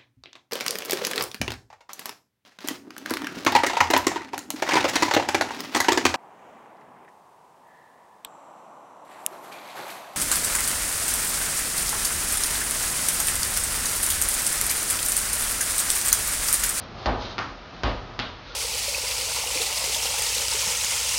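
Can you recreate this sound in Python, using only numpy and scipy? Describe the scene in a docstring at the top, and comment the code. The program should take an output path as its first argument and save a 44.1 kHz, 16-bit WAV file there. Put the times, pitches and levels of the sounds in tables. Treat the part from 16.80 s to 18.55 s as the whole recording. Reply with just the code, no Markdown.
"""In a bare, slightly echoing room a football is headed against a wall twice: head, wall, head, wall.
Each impact radiates a sharp pressure pulse and sets the ball's air and skin ringing briefly.
The room answers with reflections and reverberation; the headers also set its low modes booming.
Feet shuffle between the blows, over a steady hiss and a low hum, heard through a narrow-band microphone."""
import sys
import numpy as np
from scipy import signal
from scipy.fft import rfft, irfft, next_fast_len
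from scipy.io import wavfile
from scipy.ndimage import map_coordinates

SR = 44100
rng = np.random.default_rng(int(sys.argv[2]) if len(sys.argv) > 2 else 0)


def bounce(signal):
    """Save signal as a 16-bit WAV file at the path given by the first command-line argument."""
    frames = np.transpose(np.atleast_2d(signal))
    limited = np.clip(frames, -1, 1)
    pcm = np.round(limited * 32767).astype(np.int16)
    wavfile.write(sys.argv[1], SR, pcm)


N = 77175

# impacts on head and wall: (time [s], echo and ring gain [dB], treble tilt [dB], slap gain [dB],
# boom gain [dB], knock gain [dB], room mode gain [dB], hollow pitch [Hz], boost [dB], width [octaves])
HEAD_IMPACTS = [(0.2591, 0, -6.5, 1.5, 2.5, -20, 1, 850, 6.5, 0.18),
                (1.0348, 0, 1.5, -0.5, 3, -1, 2, 623, 1.5, 0.15)]
WALL_IMPACTS = [(0.5819, 3.5, 1.5, 1, -23, -3, -12.5, 1340, 2.5, 0.14),
                (1.3918, -1, -1, 2.5, -17, -3, -28, 3440, 13, 0.66)]
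# damped modes: (frequency [Hz], level [dB], t60 [s])
BALL_MODES = [(647, -48.5, 0.32), (751, -42, 0.98), (822, -39, 0.37), (835, -36.5, 0.64), (1108, -30, .3),
              (978, -37.5, 1), (1230, -34, 0.67), (1310, -51, 0.46), (1538, -39, 0.58), (1816, -40, 0.64)]  # air and skin
SHELL_MODES = [(113.5, -30.5, 0.2), (236.8, -30, 0.074)]  # the shell flexing
BOOM_MODES = [(39.66, -32, 1.1), (53.8, -17, 0.33), (60.5, -15.5, .235), (71.8, -20, 0.17)]  # the room's deepest standing waves, beating together
UPPER_ROOM_MODES = [(107.1, -25.5, 0.54), (195.2, -28, 0.39), (237.3, -36.5, .38), (270.4, -35, 0.63),
                    (367.5, -25, 0.27)]  # its higher standing waves
# first reflections off nearby surfaces: (delay [s], level [dB])
REFLECTIONS = [(.0041, -13.5), (.0069, -5.5)]
# reverberation time of the room: (frequency [Hz], t60 [s])
REVERB_T60 = [(60, 0.8), (200, .5), (500, 0.56), (1200, 0.35), (3000, 0.43), (6000, 0.51)]
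# noise spectra: (frequency [Hz], relative level [dB])
HEAD_ECHO_SPECTRUM = [(22, -49), (40, -18.5), (140, -13.5), (230, -1.5), (430, -4.5), (620, 0.5),
                      (900, -3.5), (1100, -1.5), (1700, -7.5), (2300, -11), (3000, -11.5), (4800, -18.5),
                      (6200, -34.5), (7500, -43)]
WALL_ECHO_SPECTRUM = [(30, 4.5), (110, -7.5), (170, -10), (250, 3), (400, -11.5), (800, -3.5), (1350, 1),
                      (1700, -5.5), (2800, -13.5), (4800, -18.5), (6200, -27.5), (7500, -39)]
CRACK_SPECTRUM = [(200, -8.5), (500, -4.5), (1500, 3.5), (3000, 1), (5000, 2.5), (6500, -12), (7500, -36.5)]
SOLE_SPECTRUM = [(200, -14.5), (750, -1), (1200, -5), (2500, -6), (3800, 0.5), (5000, -6), (6300, -15.5),
                 (7500, -33.5)]
HISS_SPECTRUM = [(20, -24), (30, -11), (42, 18.5), (60, 4.5), (110, 2), (170, -2), (320, 1.5), (800, -0.5),
                 (1400, -1), (2200, -5), (4300, -9), (5300, -12.5), (6300, -21.5), (7500, -40)]
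WASH_SPECTRUM = [(100, -47.5), (350, 1), (520, 0.5), (710, 3), (950, -4), (1300, 1), (1650, -15.5),
                 (3000, -30.5)]
RUMBLE_SPECTRUM = [(22, -32), (32, -13), (42, -7), (55, -17), (80, 1), (110, -5.5), (150, -9.5),
                   (190, -6.5), (270, -12), (500, -32), (1500, -64)]
# slides of the feet: (centre time [s], half length [s], level [dB])
SLIDES = [(.01, 0.053, -46), (0.233, 0.08, -46), (0.418, 0.036, -43), (0.493, 0.072, -40),
          (0.988, 0.069, -52), (1.714, .06, -45)]
# partials of a sole's squeak: (frequency [Hz], level [dB])
SQUEAK_PARTIALS = [(520, -49.5), (1410, -42.5), (3480, -49.5)]
# envelopes of the midrange wash and the bass: (time [s], level [dB])
WASH_LEVELS = [(0, -45.5), (.12, -47), (.22, -41.5), (.5, -43), (.8, -50), (1.0, -48), (1.33, -45),
               (1.5, -43), (1.62, -73), (1.75, -45)]
BASS_LEVELS = [(0, -44), (.2, -45.5), (.55, -46), (.8, -55.5), (.92, -47), (1.35, -47), (1.5, -50),
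               (1.62, -57), (1.75, -55)]

SLAP_DB, SLAP_WIDTH_S, SQUASH_S = -11, .000055, .0065
CRACK_T60_S, CORNER_DELAY_S, CORNER_T60_S = .053, .0064, .029
TILT_HZ, NEAR_T60_S = 1400, .083
SQUEAK_S, SQUEAK_HALF_S = 1.712, .012
HISS_DB, HUM_HZ, HUM_DB = -44, 118, -1
LOW_CUT_HZ, HIGH_CUT_HZ, BAND_LIMIT_HZ = 40, 6900, 7850


def ball_impacts(rows, spectrum, echo_db, build_s, near_db, ring_db, crack_db, walls_db):
    """Impulse excitation: each contact slaps and starts free vibrations of the ball and the room."""
    out = np.zeros(N)
    for s, db, tilt_db, slap_db, boom_db, knock_db, modes_db, *hollow in rows:
        ball = [(hz, level + resonance_db(hz, *hollow), t60) for hz, level, t60 in BALL_MODES]
        out += amp(slap_db) * (amp(SLAP_DB) * slap(s, walls_db) + amp(crack_db) * crack(s, walls_db))
        out += amp(echo_db + db) * echo(s, spectrum, tilt_db, hollow, build_s, near_db)
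        out += amp(ring_db + db) * ring(ball, s, attack_s=.008, drift_rad=.62)
        out += amp(knock_db) * ring(SHELL_MODES, s, attack_s=.002, drift_rad=.2)
        out += amp(boom_db) * ring(BOOM_MODES, s + SQUASH_S, attack_s=.038, drift_rad=0)
        out += amp(modes_db) * ring(UPPER_ROOM_MODES, s, attack_s=.037, drift_rad=.28)
    return out


def slap(s, walls_db):
    """Impact radiation: the skin meets a surface and sends out one pulse, followed by its reflections."""
    t = np.arange(N) / SR - s
    pulse = lambda delay: np.exp(-.5 * ((t - delay) / SLAP_WIDTH_S) ** 2)
    reflected = sum(amp(db + walls_db) * pulse(delay) for delay, db in REFLECTIONS)
    high_pass = signal.butter(1, 150, "high", fs=SR, output="sos")
    return signal.sosfilt(high_pass, reflected - pulse(0))


def crack(s, walls_db):
    """Scattering: a bright burst follows the slap, and the adjoining wall throws it back."""
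    burst = lambda start, t60: amp(-60 * since(start) / t60) * (since(start) > 0)
    reflected = amp(walls_db) * burst(s + CORNER_DELAY_S, CORNER_T60_S)
    return (burst(s, CRACK_T60_S) + reflected) * noise(CRACK_SPECTRUM)


def ring(modes, s, attack_s, drift_rad):
    """Damped oscillation: modes struck at time s swell, then decay exponentially as their phases drift."""
    t = since(s)
    swell = 1 - np.exp(-t / attack_s)
    return swell * sum(amp(db - 60 * t / t60) * np.sin(2 * np.pi * hz * t + drift_rad * wobble(40))
                       for hz, db, t60 in modes)


def resonance_db(hz, centre_hz, boost_db, octaves):
    """Resonance: a bell-shaped boost around one pitch makes the contact sound hollow."""
    return boost_db * np.exp(-(np.log2((hz + 1) / centre_hz) / octaves) ** 2)


def echo(s, spectrum, tilt_db, hollow, build_s, near_db):
    """Reverberation: quick scatter from the corner, and a swelling tail with a decay rate for each band."""
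    def tone(hz):
        shelf_db = tilt_db / 2 * (hz ** 4 - TILT_HZ ** 4) / (hz ** 4 + TILT_HZ ** 4)
        return amp(shelf_db + resonance_db(hz, *hollow))
    t = since(s)
    hz, frame_s, bands = signal.stft(filtered(noise(spectrum), tone), SR, nperseg=512)
    decay = amp(-60 * np.maximum(frame_s - s, 0) / along(REVERB_T60, hz)[:, None])
    tail = signal.istft(bands * decay, SR, nperseg=512)[1][:N]
    swell = 1 - np.exp(-t / build_s)
    near = filtered(noise(spectrum), tone) * amp(near_db - 60 * t / NEAR_T60_S) * (t > 0)
    return swell * tail + near


def feet():
    """Sliding friction: soles rub the floor in soft swells of noise; the last slide squeaks faintly."""
    t = since(0)
    swell = lambda s, half: np.exp(-((t - s) / half) ** 2)
    level = sum(amp(db) * swell(s, half) for s, half, db in SLIDES)
    squeak = sum(amp(db) * np.sin(2 * np.pi * hz * t + .46 * wobble(60.9)) for hz, db in SQUEAK_PARTIALS)
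    rubbing = level * amp(1.2 * wobble(50)) * noise(SOLE_SPECTRUM)
    return rubbing + swell(SQUEAK_S, SQUEAK_HALF_S) * squeak


def background():
    """Ambient noise: steady hiss, with a midrange wash, a rumble and a wavering hum that swell and fade."""
    t = since(0)
    level = lambda rows: amp(np.interp(t, *np.transpose(rows)))
    hum = amp(HUM_DB + 6 * wobble(5.3)) * np.sin(2 * np.pi * HUM_HZ * t + 2.1 * wobble(10))
    hiss = amp(HISS_DB) * noise(HISS_SPECTRUM)
    wash = level(WASH_LEVELS) * noise(WASH_SPECTRUM)
    bass = level(BASS_LEVELS) * (noise(RUMBLE_SPECTRUM) + hum)
    return hiss + wash + bass


def noise(spectrum):
    """Spectral shaping: white noise coloured and scaled to rms 1."""
    coloured = filtered(rng.standard_normal(N), lambda hz: amp(along(spectrum, hz)))
    return coloured / np.sqrt(np.mean(coloured ** 2) + 1e-20)


def filtered(x, response):
    """Linear filtering: the spectrum of x times a frequency response."""
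    size = next_fast_len(N + SR // 2)
    return irfft(rfft(x, size) * response(np.fft.rfftfreq(size, 1 / SR)), size)[:N]


def along(points, hz):
    """Interpolation on a logarithmic frequency axis."""
    knots_hz, values = np.transpose(points)
    return np.interp(np.log(hz + 1), np.log(knots_hz + 1), values)


def wobble(rate):
    """Random modulation: a smooth curve with rate knots a second."""
    return map_coordinates(rng.standard_normal(512), [np.arange(N) * rate / SR], mode="wrap")


def since(s):
    """Causal time: seconds since s, zero before."""
    return np.maximum(np.arange(N) / SR - s, 0)


def amp(db):
    """Decibel law: level to amplitude ratio."""
    return 10 ** (np.asarray(db) / 20)


def scene():
    """Superposition: headers, rebounds close to the corner, feet and background add."""
    headers = ball_impacts(HEAD_IMPACTS, HEAD_ECHO_SPECTRUM, echo_db=-20.5, build_s=.021,
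                           near_db=-3, ring_db=0, crack_db=-30.5, walls_db=-6)
    rebounds = ball_impacts(WALL_IMPACTS, WALL_ECHO_SPECTRUM, echo_db=-28, build_s=.011,
                            near_db=-5.5, ring_db=-9.5, crack_db=-32.5, walls_db=.5)
    return (headers + rebounds + feet() + background())[None]


def record(dry):
    """Band-pass response: the microphone drops the deepest bass and passes nothing above its limit."""
    def band(hz):
        treble_loss = 1 + (hz / HIGH_CUT_HZ) ** 40
        bass_loss = 1 + (LOW_CUT_HZ / (hz + 1)) ** 12
        return (hz < BAND_LIMIT_HZ) / np.sqrt(treble_loss * bass_loss)
    return filtered(dry[0], band)[None]


dry = scene()
out = record(dry)
bounce(out)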